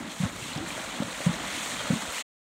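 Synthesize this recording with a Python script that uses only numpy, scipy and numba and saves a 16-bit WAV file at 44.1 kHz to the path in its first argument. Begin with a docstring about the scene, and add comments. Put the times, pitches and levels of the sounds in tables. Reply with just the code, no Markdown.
"""Shallow sea water: a horse wades through, close by, in mono.
Each plunging leg traps big air pockets that boom briefly; the churned water rings with bubbles,
and thrown spray patters back on the surface. A tack buckle tinkles; wind rumbles faintly.
The sound stops abruptly."""
import sys
import numpy as np
from scipy import signal
from scipy.fft import rfft, irfft, next_fast_len
from scipy.io import wavfile
from numba import njit

SR = 44100
rng = np.random.default_rng(int(sys.argv[2]) if len(sys.argv) > 2 else 0)


def wav_record(signal):
    """Record a signal, one row per channel, as 16-bit PCM in the file named by sys.argv[1]."""
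    frames = np.transpose(np.atleast_2d(signal))
    bounded = np.clip(frames, -1, 1)
    # unit amplitude maps onto the largest positive 16-bit level
    quanta = np.round(bounded * 32767).astype(np.int16)
    wavfile.write(sys.argv[1], SR, quanta)


N = 108045
TIME_S = np.arange(N) / SR

# microphone colour on the splashes, notch near 4.9 kHz, dull above 10 kHz: (frequency [Hz], gain [dB])
SPLASH_MIC_COLOUR = [(300, -9.5), (420, -1.5), (560, 3.5), (800, 1), (1300, 1.5), (2100, -.5), (2750, -4.5),
                     (3300, -2.5), (4300, -7.5), (4900, -14.5), (5700, -9.5), (6700, -5.5), (8300, -7),
                     (9400, -11), (10400, -20), (13000, -22), (15700, -26)]


def from_db(db):
    """Decibels to gain."""
    return 10 ** (np.asarray(db) / 20)


def unit_rms(x):
    """Scale to unit rms."""
    return x / np.sqrt(np.mean(x ** 2) + 1e-20)


def per_sample(rows):
    """Interpolate (time [s], values...) rows; one curve per value column."""
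    times_s, *columns = np.transpose(rows)
    return [np.interp(TIME_S, times_s, column) for column in columns]


def drift(cutoff_hz):
    """Low-passed noise, unit rms."""
    lowpass = signal.butter(2, cutoff_hz, fs=SR, output="sos")
    return unit_rms(signal.sosfilt(lowpass, rng.standard_normal(N + SR))[SR:])


def colour(x, spectrum):
    """Minimum-phase filter from (frequency [Hz], gain [dB]) rows; output at unit rms."""
    size = next_fast_len(N + SR // 4)
    hz, db = np.transpose(spectrum)
    bins_hz = np.fft.rfftfreq(size, 1 / SR)
    gain_db = np.interp(np.log(bins_hz + 1), np.log(hz), db)
    cepstrum = irfft(np.log(from_db(gain_db)), size)
    cepstrum[1:size // 2] *= 2  # fold onto the causal half
    cepstrum[size // 2 + 1:] = 0
    response = np.exp(rfft(cepstrum))
    return unit_rms(irfft(rfft(x, size) * response, size)[:N])


def ring(start_s, hz, t60_s):
    """Damped unit sine: a two-pole resonator struck once."""
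    click = np.arange(N) == int(start_s * SR)
    radius = from_db(-60 / (t60_s * SR))
    step_rad = 2 * np.pi * hz / SR
    feedback = [1, -2 * radius * np.cos(step_rad), radius * radius]
    return signal.lfilter([0, np.sin(step_rad)], feedback, click + 1e-18)


@njit
def rising_rings(start_samples, heights, steps_rad, life_samples, rise):
    """Sum of sines, each gliding up by the fraction `rise` while it decays 60 dB."""
    out = np.zeros(N)
    for k, start in enumerate(start_samples):
        for i in range(min(int(life_samples[k]), N - start)):
            age = i / life_samples[k]
            phase = steps_rad[k] * i * (1 + rise * age / 2)
            out[start + i] += heights[k] * np.exp(-np.log(1000) * age) * np.sin(phase)
    return out


def bubbles(low_hz, high_hz, per_s, t60_cycles, spread_db):
    """Random rising bubble rings over a noise wash of countless tiny ones; unit rms."""
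    ring_log_spread, wash_gain = 0.26, 0.64
    high_hz = min(high_hz, .45 * SR)
    chance, band_position, polarity = rng.random((3, N))
    size_db = spread_db * np.minimum(rng.exponential(1, N), 4)
    ring_stretch = np.exp(ring_log_spread * rng.standard_normal(N))
    born = np.flatnonzero(chance < per_s / SR)
    hz = low_hz * (high_hz / low_hz) ** band_position[born]
    t60_s = t60_cycles / hz * ring_stretch[born]
    heights = hz * from_db(size_db[born]) * np.sign(polarity[born] - .5)
    cloud = rising_rings(born, heights, 2 * np.pi * hz / SR, t60_s * SR, rise=0.071)
    band = signal.butter(2, [low_hz, high_hz], "band", fs=SR, output="sos")
    wash = signal.sosfilt(band, rng.standard_normal(N))
    return unit_rms(signal.sosfilt(band, unit_rms(cloud) + wash_gain * unit_rms(wash)))


def wind():
    """Faint gusting rumble."""
    # gusts: (time [s], level [dB])
    gusts = [(0, -41), (.15, -63), (.3, -48.5), (.45, -51), (.65, -45.5), (.9, -53.5), (1.08, -48),
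             (1.2, -52), (1.42, -44.5), (1.6, -55), (1.77, -50), (2.05, -53.5), (2.2, -58)]
    # rumble spectrum: (frequency [Hz], gain [dB])
    spectrum = [(20, -28), (32, -11), (48, 1), (70, -4), (110, -2), (200, -5), (400, -7.5), (1000, -43.5)]
    level_db, = per_sample(gusts)
    waver_db = 1.8 * drift(cutoff_hz=2.9)
    return from_db(level_db + waver_db) * colour(rng.standard_normal(N), spectrum)


def tack():
    """Thin metal pings from a bridle buckle."""
    # buckle pings: (time [s], pitch [Hz], peak [dB])
    pings = [(.272, 12950, -56), (.300, 12570, -54), (2.124, 13000, -42)]
    return sum(from_db(db) * ring(start_s, hz, t60_s=0.053) for start_s, hz, db in pings)


def gurgle():
    """Deep bubbles in the wake of the legs."""
    # wake strength: (time [s], relative level [dB])
    wake = [(0, -35), (.05, -42), (.16, -48.5), (.3, -45.5), (.5, -42.5), (.65, -39.5), (.85, -48),
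            (.96, -38.5), (1.15, -46.5), (1.45, -43), (1.65, -45.5), (2.0, -41), (2.2, -53.5)]
    level_db, = per_sample(wake)
    return from_db(level_db - 1.5) * bubbles(154.4, 348, per_s=170, t60_cycles=14.2, spread_db=3.1)


def slaps():
    """Sheets of water land in short bright noise bursts."""
    # landings: (time [s], level [dB], decay time constant [s])
    landings = [(0.117, -37, .004), (.361, -36.5, .006), (0.5767, -45, .0012), (.816, -34, 0.0054),
                (1.033, -30, 0.0016), (1.249, -43, .004), (2.021, -31.5, .006), (2.132, -45, .008)]
    envelope = np.zeros(N)
    for start_s, db, decay_s in landings:
        age_s = TIME_S - start_s
        envelope += from_db(db) * (age_s >= 0) * np.exp(-np.abs(age_s) / decay_s)
    return envelope * colour(rng.standard_normal(N), SPLASH_MIC_COLOUR)


def plops():
    """Lone bubbles ring out above the churn."""
    # lone bubbles: (time [s], pitch [Hz], peak [dB], t60 [s])
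    lone_bubbles = [(.426, 2700, -29, .018), (.518, 2940, -28, .012), (0.534, 4170, -27, 0.009),
                    (.553, 5800, -36, .005), (.576, 5430, -23, 0.002), (.577, 756, -35, 0.091),
                    (.705, 2370, -26, 0.027), (.778, 630, -29.5, 0.057), (1.021, 567, -26, 0.07),
                    (1.205, 568, -27, 0.03), (1.264, 546, -28.5, 0.057), (1.339, 4030, -29, 0.013),
                    (1.795, 3200, -29.5, 0.028), (1.905, 528, -26, 0.056)]
    return sum(from_db(db) * ring(start_s, hz, t60_s) for start_s, hz, db, t60_s in lone_bubbles)


def splashing():
    """Large bubbles, fine bubbles and spray, swelling together as clumps of water land."""
    # churned water: (time [s], relative level [dB])
    churn_levels = [(0.0, -39.5), (0.03, -43), (0.2, -43), (0.24, -36.5), (0.32, -43.5), (0.81, -38.5),
                    (0.98, -39.5), (1.03, -38), (1.05, -40), (1.19, -39.5), (1.21, -37), (1.24, -39),
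                    (1.25, -34.5), (1.36, -38), (1.9, -36), (1.91, -35), (1.94, -37.5), (2.21, -39)]
    # fine bubbles and spray: (time [s], relative fizz level [dB], relative spray level [dB])
    fine_levels = [(0.0, -48.5, -49.5), (0.05, -46.5, -54), (0.12, -40, -46.5), (0.15, -48.5, -48),
                   (0.22, -40, -44), (0.28, -40.5, -47.5), (0.31, -47, -49), (0.47, -39.5, -43.5),
                   (0.6, -43.5, -50), (0.65, -43.5, -48.5), (0.69, -41.5, -43), (0.71, -40, -46),
                   (0.72, -40.5, -44.5), (1.04, -41.5, -47), (1.05, -43, -47), (1.27, -39, -41.5),
                   (1.29, -39.5, -46), (1.34, -40.5, -43), (1.37, -41, -47.5), (1.57, -36, -40),
                   (1.69, -37.5, -39.5), (1.82, -38, -43.5), (2.1, -39.5, -42.5), (2.21, -34.5, -38.5)]
    churn_db, = per_sample(churn_levels)
    fizz_db, spray_db = per_sample(fine_levels)
    churn = bubbles(389, 2254, per_s=2000, t60_cycles=22, spread_db=2.5)
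    fizz = bubbles(1820, 5540, per_s=2800, t60_cycles=34, spread_db=2.5)
    spray = bubbles(3680, 19000, per_s=7000, t60_cycles=19, spread_db=1)
    water = from_db(churn_db - 1) * colour(churn, SPLASH_MIC_COLOUR)
    water += from_db(fizz_db - 0.5) * colour(fizz, SPLASH_MIC_COLOUR)
    water += from_db(spray_db + 1.5) * colour(spray, SPLASH_MIC_COLOUR)
    clumps_db = 0.5 * drift(cutoff_hz=45)
    return water * from_db(clumps_db)


def air_pockets():
    """Air trapped under a leg swells, booms a few cycles and dies, rising slightly in pitch."""
    # booms: (time [s], start pitch [Hz], peak [dB], swell time [s])
    booms = [(.002, 265, -36, 0.0074), (0.196, 166.4, -21, 0.012), (0.2291, 174, -17, 0.0083),
             (.240, 99, -24.5, 0.011), (0.253, 245, -28.5, 0.01), (0.416, 110, -36.5, 0.011),
             (0.555, 153, -25.5, 0.01), (0.57, 285, -32.5, 0.013), (.594, 90, -39, 0.011),
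             (0.605, 315.4, -34, 0.022), (1.0, 208, -19, 0.0049), (1.02, 244, -22, 0.0046),
             (1.034, 110, -36, .012), (1.2601, 166.2, -12.5, 0.0096), (1.289, 176, -18.5, 0.0071),
             (1.303, 207, -25.5, 0.0071), (1.571, 293, -31.5, 0.0073), (1.730, 262, -32, 0.0064),
             (1.9, 185, -13, 0.007), (1.916, 245, -22, 0.012), (1.929, 168, -19.5, 0.0065),
             (1.946, 231, -29.5, 0.013), (2.073, 74.8, -39.5, 0.011)]
    swell_exponent, glide_per_s, wobble_depth = 3.02, 0.88, 0.089
    out = np.zeros(N)
    for start_s, hz, db, swell_s in booms:
        age_s = np.maximum(TIME_S - start_s, 0)
        envelope = (age_s / swell_s * np.exp(1 - age_s / swell_s)) ** swell_exponent
        phase = 2 * np.pi * hz * age_s * (1 + glide_per_s * age_s)
        out += from_db(db) * envelope * np.sin(phase)
    return out * (1 + wobble_depth * drift(cutoff_hz=110))


def scene():
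    """Mono sum on two identical channels."""
    water = splashing() + gurgle() + air_pockets() + plops() + slaps()
    return np.tile(water + tack() + wind(), (2, 1))


def record(dry):
    """Bass cut, quick fade-out, steep treble cut."""
    low_cut_hz, high_cut_hz = 45, 15700
    end_s, fade_s = 2.226, 0.022
    highpass = signal.butter(3, low_cut_hz, "high", fs=SR, output="sos")
    lowpass = signal.ellip(10, .1, 80, high_cut_hz, fs=SR, output="sos")
    fade = np.clip((end_s - TIME_S) / fade_s, 0, 1)
    return signal.sosfilt(lowpass, fade * signal.sosfilt(highpass, dry))


dry = scene()
out = record(dry)
wav_record(out)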